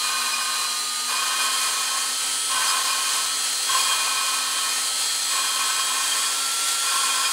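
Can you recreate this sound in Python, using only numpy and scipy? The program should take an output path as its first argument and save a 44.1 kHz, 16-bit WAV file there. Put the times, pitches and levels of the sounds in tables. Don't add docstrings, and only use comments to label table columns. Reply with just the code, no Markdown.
import sys
import numpy as np
from scipy import signal
from scipy.fft import rfft, irfft
from scipy.io import wavfile
from scipy.ndimage import uniform_filter1d

SR = 44100
rng = np.random.default_rng(int(sys.argv[2]) if len(sys.argv) > 2 else 0)


def master(y):
    cut = np.clip(np.atleast_2d(y).T, -1, 1)
    pcm = np.round(cut * 32767)
    wavfile.write(sys.argv[1], SR, pcm.astype(np.int16))


N = 322812
TIME = np.arange(N) / SR
HZ = np.fft.rfftfreq(N, 1 / SR)
CRUISE = 260
FIRM_DB = -32

# start t/s, length/s, bite level/dB, wear of the grit/(dB/s; negative firms the bite),
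# extra ring of the valve's first mode level/dB, of its second mode level/dB
PRESSES = [(0.0, .62, -34, 1.5, 2, 0), (1.078, 0.96, -30.5, 6.5, 1, 1.5), (2.493, 0.7, -29, 8.5, 0, 2),
           (3.672, 1.05, -29, 8.5, 1, 1.5), (5.3, 0.99, -32.5, 4.5, 0, 3),
           (6.822, 0.43, -34.5, -5.5, -1, 4)]


def gain_of(db):
    return 10 ** (np.asarray(db) / 20)


def evened(x):
    return x / np.sqrt(np.mean(x ** 2) + 1e-20)


def curves(rows):
    s, *columns = np.transpose(rows)
    return [np.interp(TIME, s, column) for column in columns]


def swells(rows, width_s):
    return sum(np.outer(lifts, np.exp(-((TIME - s) / width_s) ** 2)) for s, *lifts in rows)


def drift(rate_hz):
    spectrum = rfft(rng.standard_normal(N))
    return evened(irfft(spectrum / (1 + (HZ / rate_hz) ** 4), N))


def coloured(x, points):
    f, db = np.transpose(points)
    gain = gain_of(np.interp(np.log(HZ + 1), np.log(f), db))
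    gain = gain * np.minimum(HZ / f[0], 1) ** 3
    return evened(irfft(rfft(x) * gain, N))


def ringing(x, modes):
    spectrum = rfft(x)
    total = 0
    for hz, width, db in modes:
        response = 1 / (1 + 1.3j * (HZ - hz) / width) ** 2
        total = total + gain_of(db) * evened(irfft(spectrum * response, N))
    return evened(total)


def held(ring, share):
    swing = np.sqrt(abs(uniform_filter1d(ring ** 2, size=1500)) + .02)
    return evened(ring / swing ** np.clip(share, 0, 1))


def grains(per_s, spread_db):
    size = gain_of(spread_db * np.minimum(rng.exponential(1, N), 4))
    strikes = rng.random(N) < per_s / SR
    return evened(size * rng.standard_normal(N) * strikes)


def tone(turns, db, waver_db, jitter):
    level = np.sqrt(2) * gain_of(db + waver_db * drift(8.5))
    return level * np.sin(2 * np.pi * (turns + rng.random()) + jitter * drift(58))


def bench():
    rumble = coloured(rng.standard_normal(N), [(30, -12), (70, -10), (140, -1), (200, -4), (400, -29)])
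    return gain_of(-86.0) * rumble * gain_of(5.3 * drift(15))


def low_bumps(decay_s=0.01, rise_s=0.0093):
    # t/s, approximate peak level/dB, f/Hz
    bump_table = [(.14, -64, 130), (.55, -66, 151), (.85, -68.5, 110), (1.28, -66.5, 135), (1.72, -64, 116),
                  (1.78, -60, 145), (2.106, -63, 129), (2.36, -64, 135), (2.549, -54, 110), (2.57, -60, 55),
                  (2.599, -59, 118), (3.698, -54, 135), (3.724, -57, 61), (4.153, -58, 121),
                  (4.474, -61, 113), (4.661, -62, 121.2), (4.766, -64, 91.5), (5.003, -63, 108.6),
                  (5.43, -62, 156), (6.472, -60, 142)]
    out = np.zeros(N)
    for s, db, hz in bump_table:
        age = np.maximum(TIME - s, 0)
        envelope = (1 - np.exp(-age / rise_s)) ** 2 * np.exp(-age / decay_s)
        out += gain_of(db + 18.5) * envelope * np.sin(2 * np.pi * hz * age)
    return out


def speed_control(speed):
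    # motor speed/(turns/s), f/Hz
    pitch_table = [(245, 4081), (247, 4085), (252, 4123), (260, 4144), (262, 4154), (266, 4212),
                   (272, 4210)]
    # t/s, level/dB
    level_table = [(0, -34), (.7, -33.5), (1.1, -35.5), (2.4, -39), (3.6, -34.5), (4.6, -37), (5.1, -33),
                   (5.7, -36), (6.0, -46), (7.32, -41)]
    sag_at_s, sag_length_s, sag_hz = 1.15, 0.0581, 54.9
    sag = sag_hz * (abs(TIME - sag_at_s) < sag_length_s / 2)
    hz = np.interp(speed, *np.transpose(pitch_table)) - sag
    return tone(np.cumsum(hz) / SR, curves(level_table)[0], waver_db=.4, jitter=.05)


def case_lift(hz):
    # f/Hz, width/Hz
    peak_table = [(3108, 45), (3190, 45), (3280, 36), (3390, 70), (6425, 70), (7670, 70), (7835, 75),
                  (8000, 120), (9110, 110), (10240, 70)]
    lift_table = [5.3, 7.5, 8, 2.1, 5.4, 7.1, 7.3, 3.1, 5.1, 7.8]
    return sum(db * np.exp(-(2 * (hz - centre) / width) ** 2)
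               for (centre, width), db in zip(peak_table, lift_table))


def motor(speed, turns, grip):
    # t/s, level/dB
    main_table = [(0, -37), (1.2, -37.5), (1.6, -36.5), (2.05, -41.5), (2.8, -40), (3.3, -38.5), (3.6, -44),
                  (4.1, -36.5), (5.3, -42.5), (5.7, -36), (6.1, -43), (6.45, -35.5), (7.32, -34.5)]
    whine_orders = [12, 88 / 7, 25, 30, 35, 40]
    # base level at cruising speed/dB, gain per extra turn per second/dB, gain under a firm bite/dB
    whine_levels = [(-43, 0.05, -0.5), (-46, 0.48, 1.5), (-45.5, 0.53, 1), (-43.5, 0.56, 1),
                    (-45.5, 0.1, 1.5), (-49.5, 0.16, -2.5)]
    # t/s, lift of the pair near 3 kHz level/dB,
    # of the pair at 6-8 kHz level/dB, of the pair at 9-11 kHz level/dB
    flare_table = [(1.55, 4, -1, 6), (2.0, -1, 1, 3), (2.45, 1, 0, 8), (3.35, 0, 0, 3),
                   (3.58, -3, -6, -3.5), (3.82, 3.5, 1, 0), (5.7, 2, 0.5, -3), (6.45, 0, -3, -2),
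                   (6.8, 2, -3, 2)]
    weak_orders = [1, 1.37, 1.686, 2, 3, 6, 7, 11.43, 13.26, 13.57, 14.86, 15, 16.65, 17.14, 18.29, 24, 27,
                   29, 32, 33, 36, 37.71, 39, 41, 45, 60]
    weak_levels = [-54, -62.5, -58, -60.5, -54, -48, -68, -46, -46, -44, -70, -48, -43.5, -60, -58, -43.5,
                   -52, -54, -58, -54, -53, -59, -62, -58, -53, -56]

    main = tone(5 * turns, curves(main_table)[0], waver_db=0.5, jitter=0.13)
    load = np.minimum(grip / gain_of(FIRM_DB), 1)
    flares_db = np.repeat(swells(flare_table, width_s=0.18), 2, axis=0)
    strong = 0
    for order, (db, rise_db, load_db), flare_db in zip(whine_orders, whine_levels, flares_db):
        level_db = db + rise_db * (speed - CRUISE) + load_db * load
        level_db = level_db + case_lift(order * speed) + flare_db
        strong = strong + tone(order * turns, level_db, waver_db=1.5, jitter=0.1)
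    weak = 0
    for order, db in zip(weak_orders, weak_levels):
        sway_db = 1.8 * min(order / 12, 1) * drift(1.2)
        weak = weak + tone(order * turns, db + sway_db, waver_db=2.2, jitter=0.22)
    return main + strong + gain_of(-3.5) * weak


def gears(speed, turns, grip):
    # f/Hz, relative level/dB
    colour_table = [(150, -33.5), (220, -22), (430, -15), (1000, -6), (2500, -5), (3400, -5), (4500, 1),
                    (5500, -4.5), (6500, -3), (8000, 0.5), (9300, -1.5), (11000, -6.5), (12000, -14.5),
                    (15500, -16.5)]
    # f/Hz, width/Hz, relative level/dB
    housing_table = [(440, 50, -17), (930, 40, -11), (1814, 45, -8), (1940, 70, -11), (2620, 160, -7),
                     (2880, 120, -7), (3410, 70, -11), (3880, 130, -5), (4290, 110, -6), (4560, 280, 0),
                     (6480, 200, -5), (11020, 300, -13)]
    # t/s, lift level/dB
    jolt_table = [(1.62, 2), (2.68, 2), (2.88, 1.5), (3.16, 1.8), (3.8, 3), (5.03, 1.3), (5.65, 0),
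                  (6.09, 1.5), (6.7, 2)]
    cage_order = .686
    cruise_db, per_turn_db, load_db = -26, 0.11, .5

    shaft_beat = 0.067 * np.cos(2 * np.pi * turns)
    cage_beat = 0.02 * np.cos(2 * np.pi * cage_order * turns)
    ticks = grains(per_s=38000, spread_db=0.5) * (1 + shaft_beat + cage_beat) * gain_of(0.26 * drift(49))
    sound = coloured(ticks, colour_table) + gain_of(-16) * ringing(ticks, housing_table)
    level_db = cruise_db + per_turn_db * (speed - CRUISE) + load_db * grip / gain_of(FIRM_DB)
    level_db = level_db + swells(jolt_table, width_s=.05)[0]
    return gain_of(level_db + .5 * drift(8.3)) * sound


def bite():
    attack_s, let_go_s, loose_db = 0.024, 0.12, -54
    grip = gain_of(loose_db)
    for start, length, db, wear_db, *_ in PRESSES:
        age = np.maximum(TIME - start, 0)
        attack = np.minimum(age / attack_s, 1)
        release = np.exp(-np.maximum(age - length, 0) / let_go_s)
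        grip = grip + attack * gain_of(db - wear_db * age) * release
    return grip * gain_of(0.9 * drift(7.6))


def seating():
    rows = np.array(PRESSES)
    latest = np.maximum(np.searchsorted(rows[:, 0], TIME) - 1, 0)
    return rows[latest, -2:].T


def lapping(valve_turns, grip):
    # f/Hz, width/Hz, relative level/dB
    head_table = [(940, 120, -13), (1040, 30, -3.5), (1069, 24, -1), (1094, 28, -4.5), (1275, 50, -15),
                  (1540, 40, -10), (1814, 35, -19)]
    # f/Hz, width/Hz
    valve_table = [(2457, 30), (3194, 16), (5050, 22)]
    # level/dB, loss per dB of looser bite/dB
    sing_table = [(-36.5, 1.0), (-41, 0.3), (-42, .7)]
    # f/Hz, relative level/dB
    scrape_table = [(120, -28.5), (250, -15.5), (430, -10), (700, -1.5), (1050, -3), (1600, 5.5),
                    (2100, -5), (3000, 0.5), (4500, -5.5), (6000, -9.5), (10000, -7), (15000, -19.5)]
    # t/s, lift of the grinding level/dB, of the valve's first mode level/dB,
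    # of its second mode level/dB
    catch_table = [(.35, -2, 9, 0), (1.12, 2, -6, -2), (1.2, -0.5, 6, -2), (1.42, 4.5, 2, -2),
                   (1.54, 3, -6, 7), (2.7, 4, 5.5, 13), (2.8, 2.5, -10, 2), (2.91, 1, 9.5, -2),
                   (3.14, 2, -4, 0), (3.76, 4.5, -5, 4), (3.92, 3.5, 2, 9), (4.08, 3, -1, -4),
                   (5.61, 5, 0, 1), (6.12, -4.5, 6, 11), (6.96, 4.5, -7, -4), (7.26, 0, 12, 2)]

    catch_db, *rings_db = swells(catch_table, width_s=0.022)
    first_db, second_db = seating() + rings_db
    lifts_db = [first_db, second_db, (first_db + second_db) / 2]
    bite_db = 20 * np.log10(grip) + catch_db
    chatter = 1 + .14 * np.cos(2 * np.pi * 4 * valve_turns) + .09 * np.cos(2 * np.pi * 6 * valve_turns)
    grit = grains(per_s=20000, spread_db=1.6) * gain_of(.5 * drift(30))

    head = gain_of(bite_db) * chatter * held(ringing(grit, head_table), share=0.43)
    scrape = coloured(grit * gain_of(0.72 * bite_db), scrape_table)
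    valve = 0
    for (hz, width), (db, follow), lift_db in zip(valve_table, sing_table, lifts_db):
        level_db = db + follow * np.minimum(bite_db - FIRM_DB, 0) + lift_db
        mode = held(ringing(grit * chatter, [(hz, width, 0)]), share=0.24)
        valve = valve + gain_of(level_db) * mode
    return head + gain_of(-34) * scrape + valve


def workshop(x, t60_s, wet_db):
    t = np.arange(SR // 3) / SR
    signs = rng.choice([-1., 1.], len(t))
    sparse = rng.random(len(t)) < 2000 / SR
    taps = signs * sparse * (t > .003) * gain_of(-60 * t / t60_s)
    return x + gain_of(wet_db) * signal.fftconvolve(x, taps / np.linalg.norm(taps))[:N]


def scene():
    # t/s, motor speed/(turns/s)
    speed_table = [(0, 247), (0.3, 245.5), (0.7, 245.3), (1.15, 247.1), (1.3, 252.2), (1.55, 256.3),
                   (2, 258.4), (2.45, 260.9), (2.85, 258.7), (3.15, 259.2), (3.55, 261.7), (4, 260.1),
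                   (4.75, 258.8), (5.2, 261.9), (5.55, 260.1), (5.9, 260.8), (6.05, 265.3), (6.45, 270.2),
                   (6.8, 272.2), (7.25, 270.2)]
    gear_ratio = 53.2
    speed, grip = curves(speed_table)[0], bite()
    turns = np.cumsum(speed * (1 + 0.00041 * drift(13.2))) / SR

    rattle = gain_of(-1.0) * workshop(gears(speed, turns, grip), t60_s=0.12, wet_db=-9)
    grinding = workshop(lapping(turns / gear_ratio, grip), t60_s=0.23, wet_db=-16.5)
    bass_cut = signal.butter(8, 170, "highpass", fs=SR, output="sos")
    small_parts = signal.sosfilt(bass_cut, rattle + grinding)
    centre = bench() + low_bumps() + speed_control(speed) + motor(speed, turns, grip) + small_parts
    return np.array([centre, centre])


def record(dry):
    edge_hz = 15750
    lowpass = signal.firwin(801, edge_hz, window=("kaiser", 9), fs=SR)
    return signal.oaconvolve(dry, lowpass[None], "same")


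dry = scene()
out = record(dry)
master(out)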